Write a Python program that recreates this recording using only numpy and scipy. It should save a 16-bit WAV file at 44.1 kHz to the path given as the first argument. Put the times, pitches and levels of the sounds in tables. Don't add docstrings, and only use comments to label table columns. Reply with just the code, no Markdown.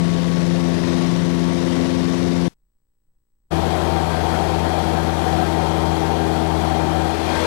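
import sys
import numpy as np
from scipy import signal
from scipy.fft import rfft, irfft, next_fast_len
from scipy.io import wavfile
from scipy.ndimage import uniform_filter1d, map_coordinates

SR = 44100
rng = np.random.default_rng(int(sys.argv[2]) if len(sys.argv) > 2 else 0)


def generate_wav(signal):
    frames = np.transpose(np.atleast_2d(signal))
    scaled = np.clip(frames, -1, 1) * 32767
    pcm = np.round(scaled).astype(np.int16)
    wavfile.write(sys.argv[1], SR, pcm)


def elevation(decibels):
    levels = np.asarray(decibels, float)
    return 10 ** (levels / 20)


N = 328986
CUT_S = 3
MUTE_S, UNMUTE_S = 2.4812, 3.502
SWING_S, SWING_LENGTH_S = 7.03, 0.38


def unit(x):
    return x / np.sqrt(np.mean(x ** 2) + 1e-20)


def curve(rows):
    seconds, values = np.transpose(rows)
    return np.interp(np.arange(N) / SR, seconds, values)


def ramp(start_s, length_s):
    return np.clip((np.arange(N) / SR - start_s) / length_s, 0, 1)


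def wobble(rate):
    coarse = np.arange(0, N + 64, 64)
    knots = rng.standard_normal(int(N * rate / SR) + 4)
    smooth = map_coordinates(knots, [coarse * rate / SR])
    return np.interp(np.arange(N), coarse, smooth)


def coloured(x, spectrum, peaks=()):
    m = next_fast_len(N + 8192)
    hz = np.fft.rfftfreq(m, 1 / SR)
    f, db = np.transpose(spectrum)
    gain_db = np.interp(np.log(hz + 1), np.log(f + 1), db)
    for centre, width, boost_db in peaks:
        gain_db = gain_db + boost_db / (1 + (2 * (hz - centre) / width) ** 4)
    return unit(irfft(rfft(x, m) * elevation(gain_db), m)[:N])


def circuit_rumble(live):
    # (frequency [Hz], level [dB])
    circuit_spectrum = [(4, 0), (12, 0), (20, -7), (45, -8), (75, -25), (130, -26), (500, -44), (1500, -60),
                        (3000, -80)]
    creep_db = 2.5 * np.arange(N) / SR
    rumble_db = -77 + creep_db + 6 * (1 - live)
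    return elevation(rumble_db + 2.5 * wobble(8)) * coloured(rng.standard_normal(N), circuit_spectrum)


def circuit_hiss():
    opened = ramp(MUTE_S, 0.1) - ramp(UNMUTE_S + 0.6, 0.3)
    return elevation(-99 + 11 * opened) * rng.standard_normal((2, N))


def scan_whine():
    # (frequency [Hz], left level [dB], right level [dB])
    whine_tones = [
        (7999.5, -91, -91),
        (15734.3, -79, -115),
    ]
    t = np.arange(N) / SR
    return sum(np.sqrt(2) * elevation([[left], [right]]) * np.sin(2 * np.pi * hz * t)
               for hz, left, right in whine_tones)


def field_buzz():
    # (frequency [Hz], level [dB])
    buzz_spectrum = [(60, -8), (180, 1), (480, -6.5), (700, -18), (1000, -11.5), (1400, -19), (1900, -17.5),
                     (2600, -36), (4000, -25), (15500, -34.5)]
    field_hz = 59.94
    clicks = np.diff(np.floor(np.arange(N) / SR * field_hz), prepend=0)
    return elevation(-79) * coloured(clicks, buzz_spectrum)


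def carrier_loss():
    # (frequency [Hz], level [dB])
    static_spectrum = [(50, 4), (300, -3), (1000, -11.5), (6000, -14.5), (14000, -28), (15700, -47.5)]
    since_mute = np.arange(N) / SR - MUTE_S
    lost = (since_mute > 0) * elevation(-60 * ramp(MUTE_S + 0.054, 0.025))
    fade = elevation(-47 - 150 * np.maximum(since_mute, 0))
    return lost * fade * coloured(rng.standard_normal(N), static_spectrum)


def electronics(live):
    left_only = (field_buzz() + carrier_loss()) * [[1], [0]]
    return circuit_rumble(live) + circuit_hiss() + scan_whine() + left_only


def turbulence(patchy_db):
    z = signal.stft(rng.standard_normal(N + 512), nperseg=512)[2]
    field = uniform_filter1d(rng.standard_normal(z.shape), size=5, axis=0)
    field = uniform_filter1d(field, size=10, axis=1)
    return signal.istft(z * elevation(patchy_db * unit(field)), nperseg=512)[1][:N]


def airflow_hiss(shot):
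    # (frequency [Hz], level [dB per Hz])
    hiss_spectra = [
        [(710, -30), (1200, -4), (1880, 0), (2540, -3.5), (3660, -4), (5800, -7), (7200, -14), (9400, -17),
         (11300, -23), (13100, -29), (14600, -35), (15700, -41)],
        [(710, -30), (1200, -4), (1820, -4), (2680, -9), (4340, -10), (4840, -13), (8500, -21), (11200, -22),
         (11800, -26), (12600, -23.5), (13200, -29), (14100, -30.5), (14500, -35.5), (15700, -37)],
    ]
    # (frequency [Hz], width [Hz], boost [dB])
    slot_peaks = [
        [(1940, 300, 1.4), (3130, 150, 1.7), (3720, 220, 2)],
        [(1587, 14, 10), (2420, 86, 4.3), (3110, 88, 4.2), (3240, 85, 7.2), (3420, 170, 3.5), (4250, 300, 1.7),
         (7900, 150, 3), (8750, 160, 2.2)],
    ]
    return coloured(turbulence(patchy_db=0.7), hiss_spectra[shot], slot_peaks[shot])


def late_swing():
    return ramp(SWING_S + 0.66 * SWING_LENGTH_S, 0.34 * SWING_LENGTH_S)


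def panel_roar(shot):
    # (frequency [Hz], level [dB per Hz])
    roar_spectra = [
        [(10, -31.5), (30, -19.5), (70, -7), (130, -1), (300, -1), (500, -3.5), (720, -9.5), (820, -12.5),
         (1000, -13), (1400, -19.5), (2500, -47.5), (6000, -90)],
        [(10, -31), (30, -13), (57, -5), (75, -5.5), (130, -3), (230, 1), (285, -4), (350, 3), (600, -3.5),
         (860, -4), (1100, -9), (1500, -15), (2500, -51), (6000, -90)],
    ]
    # (frequency [Hz], width [Hz], boost [dB])
    cabin_peaks = [
        [(420, 40, -2.5), (680, 36, 2), (923, 53, 7), (1017, 52, 5.5)],
        [(664, 160, 3.5), (773, 98, 9.5), (916, 35, 9.5), (1190, 31, 2), (1026, 49, 4.5), (1320, 80, 3)],
    ]
    # (frequency [Hz], width [Hz], boost [dB])
    turned_peaks = [(482, 24, 5.5), (598, 34, 5), (720, 90, -11), (955, 260, 5.5)]
    air = turbulence(patchy_db=0.7)
    level_view = coloured(air, roar_spectra[shot], cabin_peaks[shot])
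    upward_view = coloured(air, roar_spectra[shot], turned_peaks)
    swing = late_swing()
    return (1 - swing) * level_view + swing * upward_view


def rushing_air(shot, turns, lean):
    # (roar [dB], hiss [dB], roar change at full lean [dB], hiss change at full lean [dB])
    air_levels = [
        (-26.5, -32.5, 3, 2),
        (-18.5, -29.5, -0.73, -0.9),
    ]
    roar_db, hiss_db, roar_lean_db, hiss_lean_db = air_levels[shot]
    moving_db = engine_throb(shot, turns) + 0.48 * wobble(6)
    roar = elevation(roar_db + roar_lean_db * lean + moving_db) * panel_roar(shot)
    hiss = elevation(hiss_db + hiss_lean_db * lean + moving_db) * airflow_hiss(shot)
    swing_gain = elevation(5.5 * ramp(SWING_S, SWING_LENGTH_S))
    hiss = hiss + (swing_gain - 1) * uniform_filter1d(hiss, size=3)
    return roar + hiss


# (throb per cam turn [dB], throb per firing [dB], ignition tick [dB])
ENGINE_MARKS = [
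    (0.8, 0.94, -68.5),
    (0.5, 0.7, -63.5),
]


def engine_throb(shot, turns):
    cam_db, fire_db, _ = ENGINE_MARKS[shot]
    return cam_db * np.cos(np.pi * turns / 2) + fire_db * np.cos(2 * np.pi * turns)


def ignition_ticks(shot, turns):
    tick_db = ENGINE_MARKS[shot][2]
    spark = np.exp(40 * (np.cos(2 * np.pi * turns + 2.5) - 1)) * rng.standard_normal(N)
    bright = [(5000, -40), (8000, 0), (12000, 0), (13500, -25), (15500, -50)]
    return elevation(tick_db) * coloured(spark, bright)


def engine_turns(shot):
    # (time [s], firing rate [Hz])
    engine_speed = [
        [(0, 85.68), (1.3, 86.14), (2.2, 86.8), (2.48, 86.8)],
        [(3.53, 81.75), (4.5, 82.12), (5.25, 81.68), (5.8, 81.0), (6.8, 80.62), (7.46, 81.3)],
    ]
    return np.cumsum(curve(engine_speed[shot])) / SR


def camera_lean(shot):
    # (time [s], lean [0-1])
    lean_points = [
        [(0, 0), (.35, 0), (.65, .45), (.95, 0.83), (1.24, 0.14), (1.55, 0.73), (1.86, .99), (2.2, 0.72),
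         (2.48, 0.47)],
        [(3.53, .3), (4.1, 0), (4.7, 0.46), (5.05, 0.4), (5.35, 0.4), (5.7, 0.67), (6.2, 0.95), (6.8, .72),
         (7.46, 0.6)],
    ]
    return curve(lean_points[shot])


def order(turns, k, db, sway_db, drift):
    phase = 2 * np.pi * (k * turns + rng.random()) + drift * np.sqrt(k) * wobble(7)
    return np.sqrt(2) * elevation(db + sway_db * wobble(9)) * np.sin(phase)


def engine_drone(shot, turns, lean):
    # (level at no lean [dB], change at full lean [dB], power of the lean [-],
    # change once swung up [dB])
    firing_orders = [
        [(-32.5, 0, .9, 0.1), (-15.8, -5.5, 1.3, 0.1), (-26, 6, .9, 0.1), (-30.5, 5.5, .35, 0.1),
         (-35.5, -5.5, .6, 0.1)],
        [(-23, -0.6, .9, -1.9), (-24.5, 0.1, .9, -6.5), (-37, 7.5, 1.8, 1.5), (-33.5, 9.5, 0.51, -1.7),
         (-45.5, 21, 1.8, -0.5)],
    ]
    # (multiple of firing rate [-], level [dB])
    minor_orders = [
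        [(.5, -54.5), (1.25, -42), (1.75, -41), (2.25, -39), (2.5, -46.5), (3.25, -46.5), (4.75, -41),
         (6, -39.5), (6.25, -45), (7.25, -46), (7.75, -48), (8, -44), (9, -51), (10, -53), (13, -45)],
        [(.75, -50), (2.25, -49.5), (5.5, -54), (7, -44), (8, -39.5), (9, -44)],
    ]
    # (multiple of firing rate [-], level [dB])
    swung_orders = [(6, -27), (7.5, -28)]
    early_swing = ramp(SWING_S, 0.25 * SWING_LENGTH_S)
    drone = np.zeros(N)
    for k, (db, lean_db, power, swung_db) in enumerate(firing_orders[shot], start=1):
        level_db = db + lean_db * np.abs(lean) ** power + swung_db * early_swing
        drone += order(turns, k, level_db + 0.25, sway_db=0.85, drift=0.06)
    for k, db in minor_orders[shot]:
        drone += order(turns, k, db + 4, sway_db=2.5, drift=0.2)
    swell = late_swing() ** 2
    for k, db in swung_orders:
        drone += swell * order(turns, k, db, sway_db=2.0, drift=0.2)
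    return drone


def cabin(shot):
    turns = engine_turns(shot)
    lean = camera_lean(shot)
    return rushing_air(shot, turns, lean) + ignition_ticks(shot, turns) + engine_drone(shot, turns, lean)


def scene():
    first_shot = np.arange(N) < CUT_S * SR
    sound = np.where(first_shot, cabin(shot=0), cabin(shot=1))
    return np.array([sound, np.zeros(N)])


def tape_gain():
    t = np.arange(N) / SR
    fall = np.exp(-np.maximum(t - MUTE_S, 0) / 0.0002)
    rise = (1 - np.exp(-np.maximum(t - UNMUTE_S, 0) / 0.0075)) ** 3
    return fall + rise


def thinned_treble(x, edge_hz, spread_hz, sparse):
    hz, t, z = signal.stft(x, SR, nperseg=1024)
    at = np.minimum((t * SR).astype(int), N - 1)
    edge = edge_hz + spread_hz * np.round(wobble(16)[at])
    typical = uniform_filter1d(uniform_filter1d(np.abs(z), size=24, axis=1), size=9, axis=2)
    threshold = sparse * typical * np.clip((hz[:, None] - 8000) / 7000, 0, 1)
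    kept = (hz[:, None] < edge) * (np.abs(z) >= threshold)
    return signal.istft(z * kept, SR, nperseg=1024)[1][:, :N]


def top_cut(x):
    return signal.sosfilt(signal.butter(12, 15760, fs=SR, output="sos"), x)


def record(dry):
    squeezed = dry / (1 + np.abs(dry / 0.5) ** 4) ** (1 / 4)
    live = tape_gain()
    busy = uniform_filter1d(live, size=2048)
    tape = squeezed * live + electronics(live)
    thin = thinned_treble(tape, edge_hz=15780, spread_hz=900, sparse=0.95)
    mix = busy * thin + (1 - busy) * tape
    return top_cut(mix)


dry = scene()
out = record(dry)
generate_wav(out)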